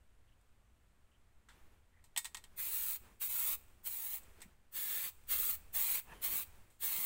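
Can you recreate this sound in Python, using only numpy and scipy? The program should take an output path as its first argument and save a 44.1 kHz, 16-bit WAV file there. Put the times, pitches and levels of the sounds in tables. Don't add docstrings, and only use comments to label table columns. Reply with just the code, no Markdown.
import sys
import numpy as np
from scipy import signal
from scipy.fft import rfft, irfft, next_fast_len
from scipy.io import wavfile
from scipy.ndimage import uniform_filter1d, map_coordinates

SR = 44100
rng = np.random.default_rng(int(sys.argv[2]) if len(sys.argv) > 2 else 0)


def persist_wave(psi):
    counts = np.round(np.clip(psi, -1, 1) * 32767).astype(np.int16)
    wavfile.write(sys.argv[1], SR, np.atleast_2d(counts).T)


N = 310905
TIME = np.arange(N) / SR


def undb(db):
    return 10 ** (np.asarray(db) / 20)


def unit(x):
    return x / np.sqrt(np.mean(x ** 2))


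def colour(x, points, tilt_db=0):
    hz, db = np.transpose(points)
    point_octaves = np.log2(hz)
    octave = np.log2(np.maximum(np.fft.rfftfreq(len(x), 1 / SR), 1))
    level = np.interp(octave, point_octaves, db)
    level = level + tilt_db * np.maximum(octave, point_octaves[0])
    return unit(irfft(rfft(x) * undb(level), len(x)))


def noise(points):
    return colour(rng.standard_normal(next_fast_len(N)), points)[:N]


def walk(rate):
    size = max(int(SR / rate), 1)
    held = np.repeat(rng.standard_normal(N // size + 1), size)
    return unit(uniform_filter1d(uniform_filter1d(held, size), size)[:N])


def droplets(points, rate, spread_db):
    size = next_fast_len(N)
    pops = (rng.random(size) < rate / SR) * rng.standard_normal(size)
    sizes = undb(spread_db * np.minimum(rng.exponential(size=size), 4))
    return colour(pops * sizes, points)[:N]


def resonance(x, hz, width):
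    b, a = signal.iirpeak(hz, hz / width, fs=SR)
    return unit(signal.lfilter(b, a, signal.lfilter(b, a, x)))


# t/s, length/s, opening time/s, jet level/dB, jet change over the burst/dB,
# plume level/dB, plume change/dB, first spit/dB
PRESSES = [(2.552, 0.41, 0.049, -32.5, 5, -52, 3.5, 4), (3.189, 0.36, .036, -31.5, 8.5, -51, 9.5, 6),
           (3.823, .36, 0.045, -36.5, 2, -57, 4, 6.5), (4.702, 0.39, 0.075, -33.5, 3.5, -49.5, 5, 3),
           (5.261, 0.29, 0.058, -30.5, 1.5, -49, -4, 4.5), (5.717, 0.28, 0.041, -29, 0, -47, 2, 2),
           (6.203, 0.23, 0.043, -32.5, -1.5, -51, -2, 5.5), (6.784, .33, 0.055, -31, 3, -48, 1.5, 1)]
SPIT_S, SPIT_JET_SHARE = 0.02, 0.56
EASE_S, EASE_JET_DB, EASE_PLUME_DB = 0.05, -7.5, -4.5
SHUT_T60_S = 0.044


def valve_flow():
    jet, plume = np.zeros(N), np.zeros(N)
    for s, length, open_s, jet_db, jet_change_db, plume_db, plume_change_db, spit_db in PRESSES:
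        age = TIME - s
        opened = np.clip(age / open_s, 0, 1)
        shutting = undb(-60 * np.maximum(age - length, 0) / SHUT_T60_S)
        valve = np.sin(np.pi / 2 * opened) ** 2 * np.sqrt(opened) * shutting
        sweep = np.clip(age / length, 0, 1) - .5
        spit = spit_db * np.exp(-((age - open_s) / SPIT_S) ** 2)
        ease = np.clip(1 + (age - length) / EASE_S, 0, 1)
        jet_level = jet_db + jet_change_db * sweep + SPIT_JET_SHARE * spit + EASE_JET_DB * ease
        plume_level = plume_db + plume_change_db * sweep + spit + EASE_PLUME_DB * ease
        jet += valve * undb(jet_level)
        plume += valve * undb(plume_level)
    return jet, plume


def off_board(x, echo_db=-12, count=10):
    out = x
    for lag_s in np.geomspace(.0007, .011, count) * rng.uniform(.85, 1.15, count):
        lag = (lag_s + .00014 * walk(5.5)) * SR
        out = out + undb(echo_db) * map_coordinates(x, [np.arange(N) - lag], order=5)
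    return out / np.sqrt(1 + count * undb(echo_db) ** 2)


# f/Hz, relative density level/dB
JET_SPECTRUM = [(3000, -45), (5400, -26), (6500, -19), (7400, -18), (8250, -9.5), (9200, -15),
                (10500, -11.5), (12500, -9), (14000, -5.5), (15000, -1.5), (15650, 1.5)]
# f/Hz, relative density level/dB
PLUME_SPECTRUM = [(100, -36), (200, -10), (320, -10.5), (520, -9.5), (800, -6.5), (1350, -5), (1600, -5.5),
                  (2200, -0.5), (2900, -2.5), (4300, -1), (5200, -12.5), (8000, -2.5), (15000, -39)]


def spray(jet_db=1, drops_db=-9.5, waver_db=0.4, flutter_db=0.91, sputter_db=1.0):
    jet_gain, plume_gain = valve_flow()
    flow = undb(waver_db * walk(22) + flutter_db * walk(45) + sputter_db * walk(400))
    hiss = noise(JET_SPECTRUM)
    jet = hiss + undb(drops_db) * droplets(JET_SPECTRUM, rate=3600, spread_db=-0.5)
    plume = plume_gain * noise(PLUME_SPECTRUM)
    return off_board(flow * (undb(jet_db) * jet_gain * jet + plume))


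def swells(table, grain_db):
    out, grain = np.zeros(N), undb(grain_db * walk(120))
    for s, length, db, hz, width in table:
        swell = np.sqrt(np.abs(np.sin(np.pi * np.clip((TIME - s) / length, 0, 1))))
        out += undb(db) * swell * grain * resonance(rng.standard_normal(N), hz, width)
    return out


# t/s, length/s, level before grain/dB, f/Hz, filter width/Hz
HOLLOW_PARTS = [(2.58, 0.042, -57, 1730, 400), (3.34, 0.16, -60.5, 1365, 220),
                (4.92, 0.18, -60.5, 2370, 700), (5.29, 0.24, -64, 1280, 200), (5.87, 0.15, -57, 2260, 500),
                (6.24, 0.2, -57, 2350, 600), (6.88, 0.16, -62, 2150, 500)]


def hollow_parts():
    return swells(HOLLOW_PARTS, grain_db=4.5)


# f/Hz, relative density level/dB
FIZZ_SPECTRUM = [(300, -12), (1000, 1), (2000, -6), (2500, 5), (3100, -5), (5400, -9), (7000, -4.5),
                 (8300, 4), (9300, -7), (13000, -6), (15600, 0.5)]
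# t/s, f before wobble/Hz, level/dB
WHISTLE_GLIDE = [(6.06, 8500, -86), (6.11, 9100, -75), (6.16, 9850, -77), (6.2, 10150, -70),
                 (6.23, 10150, -80)]


def nozzle(fizz_db=-64, t60=0.97, pops_db=-5):
    dying = 0
    for s, length, *_ in PRESSES:
        age = TIME - s - length
        dying = dying + (age > 0) * undb(-60 * np.abs(age) / t60)
    pops = droplets(FIZZ_SPECTRUM, rate=1500, spread_db=6.0)
    fizz = unit(noise(FIZZ_SPECTRUM) + undb(pops_db) * pops)
    s, hz, db = np.transpose(WHISTLE_GLIDE)
    pitch = np.interp(TIME, s, hz) * (1 + .014 * walk(900))
    whistle_gain = undb(np.interp(TIME, s, db, left=-np.inf, right=-np.inf))
    whistle = np.sin(2 * np.pi * np.cumsum(pitch) / SR) * whistle_gain
    return undb(fizz_db) * dying * fizz + whistle


# t/s, level of the wall noise before its crack and high-pass/dB,
# brightness/(dB per octave), t60/s, hollow body relative to that level/dB
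CAN_KNOCKS = [(0.412, -79, 2, .06, -20), (1.488, -64, -3, 0.25, -3.5), (2.041, -63, 0, 0.12, -20),
              (2.163, -41, -2.5, 0.035, 3.5), (2.175, -29, 3.1, 0.083, -15.5), (2.2457, -44, 0, 0.056, -13),
              (2.253, -41.5, 0, 0.089, -9.5), (2.3462, -41.5, -1, 0.056, -1.5),
              (2.3698, -48, -1, 0.073, -14), (2.44, -55, -1, 0.066, -5), (4.232, -62.5, 6, 0.07, -20),
              (4.405, -62, -1, .1, -14), (4.418, -50, 4, 0.098, -14), (6.702, -69.5, 4, 0.46, -18)]
# f/Hz, relative density level before the brightness tilt/dB
WALL_SPECTRUM = [(200, -29.5), (560, -49), (850, 0.5), (1400, -6), (2600, -3), (3400, -7.5), (4100, 1),
                 (4500, -5), (6000, -5), (8200, 3), (9500, -5.5), (13000, -8.5), (15600, -7)]
# f/Hz, relative level before tilt and common mode gain/dB, t60/s
WALL_MODES = [(952, -7, 0.049), (1884, -0.5, 0.11), (2200, -9.5, 0.13), (3170, -5.5, 0.069),
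              (3600, 0.5, 0.093), (3530, -19, 0.05), (7860, -13, 0.047), (7980, 6, 0.053), (8530, 6, 0.047)]


def rattle(modes_db=-10, crack_db=1, crack_t60=0.0017, low_hz=680):
    out, t = np.zeros(N + SR), np.arange(SR // 2) / SR
    for s, db, tilt_db, t60, _ in CAN_KNOCKS:
        decay = undb(-60 * t / t60) + undb(crack_db) * undb(-60 * t / crack_t60)
        wall = colour(rng.standard_normal(len(t)), WALL_SPECTRUM, tilt_db) * decay
        ring = np.zeros(len(t))
        for hz, mode_db, life in WALL_MODES:
            mode_gain = undb(mode_db + tilt_db * np.log2(hz / 5000) - 60 * t / life)
            ring += mode_gain * np.sin(2 * np.pi * (hz * t + rng.random()))
        start = int(s * SR)
        out[start:start + len(t)] += undb(db) * (wall + undb(modes_db) * ring)
    return signal.sosfilt(signal.butter(4, low_hz, "high", fs=SR, output="sos"), out[:N])


def workshop(x, wet_db=-16, t60=0.22):
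    t = np.arange(SR // 2) / SR
    diffuse = colour(rng.standard_normal(len(t)), [(1000, 0.004), (16000, 0.0054)])
    tail = diffuse * undb(-60 * t / t60) * (t > .005)
    return x + undb(wet_db) * signal.fftconvolve(x, tail / np.linalg.norm(tail))[:N]


def thuds(hits, hz):
    gain = np.zeros(N)
    for s, db, t60 in hits:
        age = np.maximum(TIME - s, 0)
        onset = np.minimum(age * hz / 2, 1)
        gain += undb(db - 60 * np.minimum(age / t60, 2)) * onset
    return gain * resonance(rng.standard_normal(N), hz, hz / 3)


# f/Hz, relative level/dB, t60 as a multiple of the knock's
BODY_MODES = [(956, -10, 1.2), (1980, -7, 1.2), (3160, 0, .8), (3650, -4.5, .7)]


def can_body():
    out = np.zeros(N)
    for hz, mode_db, life in BODY_MODES:
        hits = [(s, db + hollow_db + mode_db, t60 * life) for s, db, _, t60, hollow_db in CAN_KNOCKS]
        out += thuds(hits, hz)
    return out


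# start t/s, length/s, rustle level before unevenness/dB,
# stirred air level before the rumble gain in background/dB
ARM_MOVES = [(1.473, 0.36, -70, -72), (2.198, 1, -73, -68), (3.0, 0.21, -68, -66.5),
             (3.203, 1, -74.5, -68.5), (4.166, 0.46, -68, -67.5), (5.13, 1.0, -69.5, -62.5),
             (6.038, 0.3, -63.5, -63), (6.252, 0.21, -57.5, -69), (6.402, 0.37, -68, -63.5),
             (6.928, .13, -63, -72)]
HOLD_DB, STILL_AIR_DB = -87.5, -74.5
MOVE_SKEW = 0.62


def arm():
    rustle, air = undb(HOLD_DB) ** 2, undb(STILL_AIR_DB) ** 2
    for s, length, rustle_db, air_db in ARM_MOVES:
        swell = np.sin(np.pi * np.clip((TIME - s) / length, 0, 1) ** MOVE_SKEW) ** 2
        rustle = rustle + swell * undb(rustle_db) ** 2
        air = air + swell * undb(air_db) ** 2
    return np.sqrt(rustle), np.sqrt(air)


# f/Hz, relative density level/dB
RUSTLE_SPECTRUM = [(30, -3.5), (70, -7.5), (140, -3.5), (200, -2), (280, -8.5), (380, -3), (520, -8),
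                   (900, -8), (2300, -11.5), (5000, -23), (8300, -22), (15000, -24)]


def handling(gain, uneven_db=1.67):
    return noise(RUSTLE_SPECTRUM) * gain * undb(uneven_db * walk(35))


# t/s, length/s, level before grain/dB, f/Hz, filter width/Hz
RUB_SLIPS = [(0.263, 0.084, -83.5, 2960, 600), (1.112, 0.065, -80.5, 2980, 500),
             (1.927, 0.11, -77.5, 1930, 500), (3.035, .085, -73, 1090, 600), (6.063, 0.099, -63, 910, 400),
             (6.068, 0.08, -63, 1740, 260), (6.075, 0.085, -66.5, 2650, 450), (6.075, 0.2, -73, 3090, 280)]


def rubs():
    return swells(RUB_SLIPS, grain_db=2.5)


# t/s, level/dB, f/Hz, t60/s
HAND_BUMPS = [(1.486, -58, 1560, 0.13), (4.385, -63, 342, 0.12), (4.418, -55.5, 2130, 0.13),
              (4.449, -63, 193, 0.25), (6.12, -70.5, 206, 0.45), (6.33, -57, 214, .15),
              (6.975, -54, 195, 0.23)]


def bumps():
    return sum(thuds([(s, db, t60)], hz) for s, db, hz, t60 in HAND_BUMPS)


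# f/Hz, relative density level/dB
ROOM_SPECTRUM = [(20, -3.5), (72, -4), (100, -7), (160, -19.5), (205, -15.5), (300, -21.5), (600, -24),
                 (1500, -26.5), (3000, -31.5), (5500, -42), (8400, -34.5), (9800, -42.5), (12000, -43),
                 (15500, -55)]
# f/Hz, relative density level/dB
RUMBLE_SPECTRUM = [(8, 8), (20, -3), (35, -10.5), (50, -3), (72, -5), (100, -14), (160, -26.5), (400, -43)]


def background(air, room_db=-70.5, rumble_db=6.5):
    hiss = undb(room_db) * noise(ROOM_SPECTRUM)
    return hiss + air * undb(rumble_db) * noise(RUMBLE_SPECTRUM)


def scene():
    rustle, air = arm()
    can = workshop(spray() + hollow_parts() + nozzle() + rattle()) + can_body()
    hand = handling(rustle) + rubs() + bumps()
    mono = can + hand + background(air)
    return np.array([mono, mono])


def record(dry, top_hz=15740):
    return signal.sosfilt(signal.ellip(12, .2, 75, top_hz, fs=SR, output="sos"), dry)


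dry = scene()
out = record(dry)
persist_wave(out)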